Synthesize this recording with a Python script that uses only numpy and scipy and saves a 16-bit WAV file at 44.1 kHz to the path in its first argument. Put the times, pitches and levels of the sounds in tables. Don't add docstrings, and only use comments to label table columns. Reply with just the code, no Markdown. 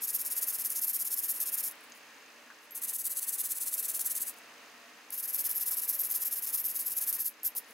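import sys
import numpy as np
from scipy import signal
from scipy.fft import rfft, irfft
from scipy.io import wavfile
from scipy.ndimage import map_coordinates

SR = 44100
rng = np.random.default_rng(int(sys.argv[2]) if len(sys.argv) > 2 else 0)


def bounce(signal):
    frames = np.transpose(np.atleast_2d(signal))
    limited = np.clip(frames, -1, 1)
    pcm = np.round(limited * 32767).astype(np.int16)
    wavfile.write(sys.argv[1], SR, pcm)


N = 340967

# freq_hz, rel_density_db
AIR_SPECTRUM = [(30, -52), (100, -15.5), (170, -14), (240, -2.5), (400, -8), (1000, 1), (2000, 0.5),
                (2700, 0.5), (3300, -6), (4800, -7), (6000, -10.5), (9000, -14.5), (15700, -17.5),
                (17000, -26)]
# time_s, rel_level_db
AIR_LEVEL = [(0.0, -52.5), (0.04, -58), (0.36, -55), (1.2, -58), (1.46, -54.5), (2.73, -58.5),
             (2.93, -55.5), (2.95, -63), (3.1, -58), (4.52, -55.5), (5.19, -57.5), (5.38, -55.5),
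             (6.91, -57), (7.19, -55), (7.23, -60.5), (7.73, -56.5)]
# freq_hz, width_hz, lift_db
DUCT_MODES = [(249, 64, 6), (431.8, 29, 10), (475, 38, 8.5), (579.2, 20.5, 11), (654, 13, 5.9),
              (1127, 18, 3.5), (1670, 24, 5.5), (1845, 55, 6.5), (2726, 21, 2)]
# freq_hz, level_db
HUM = [(311, -75)]
# freq_hz, likeness_0_to_1
LIKENESS = [(60, 1), (380, 1), (950, 0.87), (2380, 0.58), (6000, 0.35), (15000, 0.98)]
# start_s, end_s, stroke_count, rel_level_db, push_over_pull_db,
# push_share_of_cycle, pull_lean (over 1 peaks late), tuft_ring_db, rel_catch_db (wire catch at each push)
RUNS = [(0.008, 0.687, 12, -30, -0.01, 0.52, 0.91, 1.3, -29),
        (0.688, 1.509, 14, -29.5, 0.93, .47, 1.1, 2.3, -23),
        (1.512, 1.621, 2, -29, 0.33, 0.47, 1.07, 2.2, -22), (2.81, 3.145, 6, -31, 1.5, .49, 0.9, 2.5, -25),
        (3.147, 3.986, 15, -30, 0.8, 0.51, 0.98, 0.3, -28),
        (3.985, 4.243, 5, -29.5, 0.5, .47, 1.1, 2.6, -28), (5.115, 5.322, 4, -32.5, 0.97, 0.47, 1, 1, -25),
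        (5.322, 5.977, 12, -29.3, 1.7, 0.49, 0.77, 2.8, -29),
        (5.978, 7.062, 20, -29.5, 1.6, 0.46, 0.58, 1.8, -31),
        (7.058, 7.296, 4, -29.7, 0.7, 0.51, 1.04, 2.4, -31)]
# start_s, length_s, rel_level_db, tuft_ring_db, lean (over 1 peaks late)
LONE_STROKES = [(1.625, 0.076, -28.5, 3, 0.77), (1.825, 0.039, -59, -12, 1), (1.93, 0.07, -60, -7, 1),
                (2.615, 0.052, -59, 0, 1), (2.745, 0.056, -36, 0, 0.67), (4.25, 0.062, -33.5, 1, 0.89),
                (4.356, 0.05, -58, -3, 1), (7.436, 0.054, -28.5, 5.5, 1), (7.554, 0.043, -29.5, 1, 0.84),
                (7.65, 0.1, -59, -10, 1)]
# time_s, rel_level_db
FLICKS = [(0.7024, -17), (1.052, -19), (1.4032, -21), (1.712, -24.5), (1.721, -30), (1.7544, -41),
          (1.8073, -41), (1.8986, -42), (2.709, -32), (2.7197, -40), (3.9943, -17), (4.154, -18),
          (4.209, -30), (4.3405, -38), (4.3854, -36), (5.1048, -21.5), (5.126, -28), (5.165, -22),
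          (7.1277, -10), (7.4324, -21), (7.551, -28), (7.7087, -37)]
# freq_hz, rel_density_db
FRICTION_SPECTRUM = [(40, -21.5), (90, -22.5), (135, -16), (300, -30.5), (1500, -19.5), (3000, -16.5),
                     (4200, -11), (5500, -7.5), (8000, -5.5), (10500, -4.5), (13000, 1), (15700, 4),
                     (17000, -3)]
# freq_hz, width_hz, lift_db
FIRST_GRIP = [(5282, 649, 5.8), (6700, 1400, 5.3), (8852, 1400, 7.4), (9836, 372, 9.1), (10867, 1400, 11.5),
              (12586, 819, 11.5)]
# freq_hz, width_hz, lift_db
SECOND_GRIP = [(50, 240, -4), (4121, 625, 3.4), (6322, 914, 5.0), (8002, 1400, 8.5), (9767, 1316, 11.2),
               (11104, 1042, 10.3), (12426, 536, 8.6)]
# freq_hz, width_hz, lift_db
THIRD_GRIP = [(60, 140, 3), (5173, 474, 5.9), (6400, 690, 4.2), (7734, 545, 3.6), (9984, 1400, 12.7),
              (11271, 1229, 5.8), (12441, 660, 14.0), (14105, 200, 2.3)]
REGRIP_S = [2.3, 4.8]
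# time_s, ticks_per_s, level_db
MOTOR_RUN = [(1.92, 55, -68.5), (2.68, 46, -72), (4.35, 48, -69), (5.08, 53, -71.5), (7.7, 31, -69.5)]
# freq_hz, rel_level_db, t60_s
HOUSING_MODES = [(4950, 10, 0.035), (6250, 16, 0.027), (6390, 8, 0.035), (6850, 9, 0.033)]
# time_s, rel_level_db, centre_hz
KNOCKS = [(2.501, -40, 1300), (5.71, -41, 1060), (7.434, -47, 595), (7.553, -42, 813)]
# time_s, rel_level_db
PLUCKS = [(2.708, -49), (2.72, -45), (2.752, -38), (4.302, -49)]
# freq_hz, rel_level_db, t60_s
STRAY_WIRE_MODES = [(12600, 0, 0.11), (12770, -3, .11)]
# time_s, pitch_hz, level_db
WHINE = [(3.6, 643, -91), (3.8, 655, -67), (4.2, 658, -70), (4.3, 704, -68), (4.9, 698, -66),
         (5.3, 743, -90)]

TIME_S = np.arange(N) / SR
GRID_HZ = np.maximum(np.fft.rfftfreq(8192, 1 / SR), 1)


def from_db(db):
    return 10 ** (np.asarray(db) / 20)


def rms_one(x):
    return x / np.sqrt(np.mean(x ** 2) + 1e-20)


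def in_time(rows):
    time_s, *columns = np.transpose(rows)
    return [np.interp(TIME_S, time_s, column) for column in columns]


def at_hz(points, hz):
    point_hz, values = np.transpose(points)
    return np.interp(np.log(hz), np.log(point_hz), values)


def response(spectrum, resonances):
    lift_db = sum(db / (1 + (2 * (GRID_HZ - hz) / width_hz) ** 2) for hz, width_hz, db in resonances)
    return rms_one(from_db(at_hz(spectrum, GRID_HZ) + lift_db))


def colour(x, gain):
    cepstrum = irfft(np.log(gain + 1e-9))
    cepstrum[1:len(gain) - 1] *= 2
    cepstrum[len(gain):] = 0
    impulse = irfft(np.exp(rfft(cepstrum)))
    return signal.oaconvolve(x, impulse)[:N]


def drift(rate_hz):
    pole = np.exp(-2 * np.pi * rate_hz / SR)
    noise = rng.standard_normal(N + SR)
    return rms_one(signal.lfilter([1], [1, -2 * pole, pole * pole], noise)[SR:])


def ring(clicks, hz, t60_s):
    radius = np.exp(-np.log(1000) / (t60_s * SR))
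    angle = 2 * np.pi * hz / SR
    feedback = [1, -2 * radius * np.cos(angle), radius * radius]
    return signal.lfilter([0, np.sin(angle)], feedback, clicks + 1e-18)


def grains(per_s, spread_db):
    sizes = from_db(spread_db * np.minimum(rng.exponential(1, N), 4))
    signs = rng.choice([-1, 1], N)
    return sizes * signs * (rng.random(N) < per_s / SR)


def burst(start_s, t60_s):
    age_s = np.maximum(TIME_S - start_s, 0)
    fade = np.exp(-np.minimum(np.log(1000) * age_s / t60_s, 20))
    return rng.standard_normal(N) * (age_s > 0) * fade


def air(trim_db=1.67):
    gain = response(AIR_SPECTRUM, DUCT_MODES)
    alike = np.clip(at_hz(LIKENESS, GRID_HZ), 0, .999)
    mid = colour(rng.standard_normal(N), gain)
    side = colour(rng.standard_normal(N), gain * np.sqrt((1 - alike) / (1 + alike)))
    level_db = in_time(AIR_LEVEL)[0] + trim_db
    out = from_db(level_db) * np.array([mid + side, mid - side])
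    for hz, db in HUM:
        phase = 2 * np.pi * np.cumsum(hz + 3 * drift(rate_hz=3.76)) / SR
        out += from_db(db) * np.sqrt(2) * np.sin(phase)
    return out


def strokes(push_lean=1.17, push_ring_db=1.5, uneven_db=0.61, uneven_ring_db=1.4,
            catch_delay_s=.009, catch_spread_db=1.0):
    moves, catches = list(LONE_STROKES), []
    for start_s, end_s, count, db, push_db, share, pull_lean, ring_db, catch_db in RUNS:
        cycle_s = (end_s - start_s) / (count // 2 + share * (count % 2))
        for k, (harder, brighter, snag) in enumerate(rng.standard_normal((count, 3))):
            at_s = start_s + k // 2 * cycle_s
            if k % 2 == 0:
                length_s, way, lean = share * cycle_s, .5, push_lean
                catches.append((at_s + catch_delay_s, catch_db + catch_spread_db * snag))
            else:
                at_s += share * cycle_s
                length_s, way, lean = (1 - share) * cycle_s, -.5, pull_lean
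            level_db = db + way * push_db + uneven_db * harder
            extra_db = ring_db + way * push_ring_db + uneven_ring_db * brighter
            moves.append((at_s, length_s, level_db, extra_db, lean))
    return sorted(moves), catches


def stroke_force(moves, creep_db=-17, saturation=1.233, swell=1.55):
    power = np.zeros(N)
    for start_s, length_s, db, _, lean in moves:
        a, b = np.searchsorted(TIME_S, [start_s, start_s + length_s])
        progress = np.clip((TIME_S[a:b] - start_s) / length_s, 0, 1)
        speed = np.abs(np.sin(np.pi * progress ** lean))
        slide = np.tanh(saturation * speed ** swell)
        power[a:b] += from_db(db) ** 2 * (slide ** 2 + from_db(creep_db) ** 2)
    return np.sqrt(power)


def stick_slip(per_s=130, build_s=0.0075):
    releases = (rng.random(N) < per_s / SR) + 1e-18
    load = signal.lfilter([1], [1, -np.exp(-1 / (build_s * SR))], releases[::-1])[::-1]
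    load = np.tanh(load)
    return rms_one(load - load.mean())


def flicks(catches, trim_db=-12, t60_s=0.015, rise_s=0.00065):
    starts = np.zeros(N)
    for time_s, db in FLICKS + catches:
        starts[round(time_s * SR)] = from_db(db + trim_db)
    fade = np.exp(-np.log(1000) / (t60_s * SR))
    rise = np.exp(-1 / (rise_s * SR))
    after = signal.lfilter([1], [1, -fade], starts + 1e-18)
    before = signal.lfilter([0, rise], [1, -rise], starts[::-1] + 1e-18)[::-1]
    return (before + after) * rng.standard_normal(N)


def free_wires(drive, hz=12560, half_span_hz=285, t60_s=0.012, count=14, sway_db=10.5):
    total = np.zeros(N)
    for wire_hz in hz + np.linspace(-half_span_hz, half_span_hz, count):
        freedom = rms_one(from_db(sway_db * drift(rate_hz=13.0)))
        total += ring(drive * freedom, wire_hz, t60_s) * rng.choice([-1, 1])
    return total * np.sqrt(4 * np.log(1000) / (count * t60_s * SR))


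def flexing(x, detune=.006, rate_hz=8):
    shift_samples = detune * SR / (2 * np.pi * rate_hz) * drift(rate_hz)
    return map_coordinates(x, [np.arange(N) + shift_samples], order=5)


def tuft_ring(scrub, moves, hz=12550, width_hz=1400):
    middles = [(start_s + length_s / 2, ring_db) for start_s, length_s, _, ring_db, _ in moves]
    extra_db, = in_time(middles)
    band = signal.lfilter(*signal.iirpeak(hz, hz / width_hz, fs=SR), scrub)
    return (scrub + (from_db(extra_db) - 1) * band) * from_db(-extra_db / 3)


def brush(chatter_db=1.1, drag_db=1.57, snap_db=-14, linger_s=0.019, wires_db=-15):
    moves, catches = strokes()
    force = stroke_force(moves)
    grab = from_db(chatter_db * drift(rate_hz=580) + drag_db * stick_slip())
    slips = force * rms_one(grains(per_s=15000, spread_db=3.0) * grab)
    relax = np.exp(-1 / (linger_s * SR))
    bend = signal.lfilter([1 - relax], [1, -relax], force + 1e-18)
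    snaps = bend * rms_one(grains(per_s=1400, spread_db=-0.2))
    drive = slips + from_db(snap_db) * snaps + flicks(catches)
    held = np.searchsorted(REGRIP_S, TIME_S)
    scrub = np.zeros(N)
    for k, grip in enumerate([FIRST_GRIP, SECOND_GRIP, THIRD_GRIP]):
        scrub += colour(drive * (held == k), response(FRICTION_SPECTRUM, grip))
    return tuft_ring(flexing(scrub) + from_db(wires_db) * free_wires(drive), moves)


def bench_echoes(x, paths_s, sway_s, echo_db):
    echoes = np.zeros(N)
    for path_s in paths_s:
        echoes += np.interp(TIME_S - path_s - sway_s * drift(rate_hz=3.34), TIME_S, x)
    return (x + from_db(echo_db) * echoes) / np.sqrt(1 + len(paths_s) * from_db(echo_db) ** 2)


def workshop(x, t60_s=0.068, gap_s=0.0079):
    age_s = TIME_S[:SR // 2]
    fade = (age_s > gap_s) * np.exp(-np.log(1000) * age_s / t60_s)
    tails = rng.standard_normal((2, len(age_s))) * fade
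    return np.array([signal.oaconvolve(x, tail / np.linalg.norm(tail))[:N] for tail in tails])


def motor(start_s=1.921, uneven_db=1.0, limp=0.25, engage_db=-42):
    per_s, level_db = in_time(MOTOR_RUN)
    turns = np.cumsum(per_s * (TIME_S > start_s)) / SR
    ticks = np.diff(np.floor(turns), prepend=0) * (1 + limp * np.cos(np.pi * turns))
    engage = np.zeros(N)
    engage[round(start_s * SR)] = from_db(engage_db) / 2
    running, click = np.zeros(N), np.zeros(N)
    for hz, db, t60_s in HOUSING_MODES:
        strikes = ticks * rng.choice([-1, 1], N) * from_db(uneven_db * rng.standard_normal(N))
        running += from_db(db) * ring(strikes, hz, t60_s)
        click += ring(engage, hz, t60_s)
    return from_db(level_db) * rms_one(running) + click


def knocks(breadth=1.33, t60_s=.1, trim_db=7):
    out = np.zeros(N)
    for time_s, db, hz in KNOCKS:
        band = signal.butter(2, [hz / breadth, hz * breadth], "band", fs=SR, output="sos")
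        out += from_db(db + trim_db) * signal.sosfilt(band, burst(time_s, t60_s))
    return out


def plucks():
    clicks = np.zeros(N)
    for time_s, db in PLUCKS:
        clicks[round(time_s * SR)] = from_db(db)
    return sum(from_db(db) * ring(clicks, hz, t60_s) for hz, db, t60_s in STRAY_WIRE_MODES)


def whine(waver_hz=11, flutter_db=3):
    hz, db = in_time(WHINE)
    level = from_db(db + flutter_db * drift(rate_hz=18))
    phase = 2 * np.pi * np.cumsum(hz + waver_hz * drift(rate_hz=26.0)) / SR
    return level * np.sin(phase)


def scene(room_db=-16, pan_db=.62):
    sources = brush() + plucks() + knocks()
    work = bench_echoes(sources, paths_s=[.0011, .0019, .0031], sway_s=.00004, echo_db=-16.0)
    ears = np.array([bench_echoes(work, paths_s=[path_s], sway_s=.00003, echo_db=-14.5)
                     for path_s in (.0006, .0014)])
    near = ears * from_db([[pan_db], [-pan_db]])
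    return near + from_db(room_db) * workshop(work) + motor() + air() + whine()


def record(dry, cutoff_hz=15750):
    low_pass = signal.ellip(12, .1, 80, cutoff_hz, fs=SR, output="sos")
    return signal.sosfilt(low_pass, dry)


dry = scene()
out = record(dry)
bounce(out)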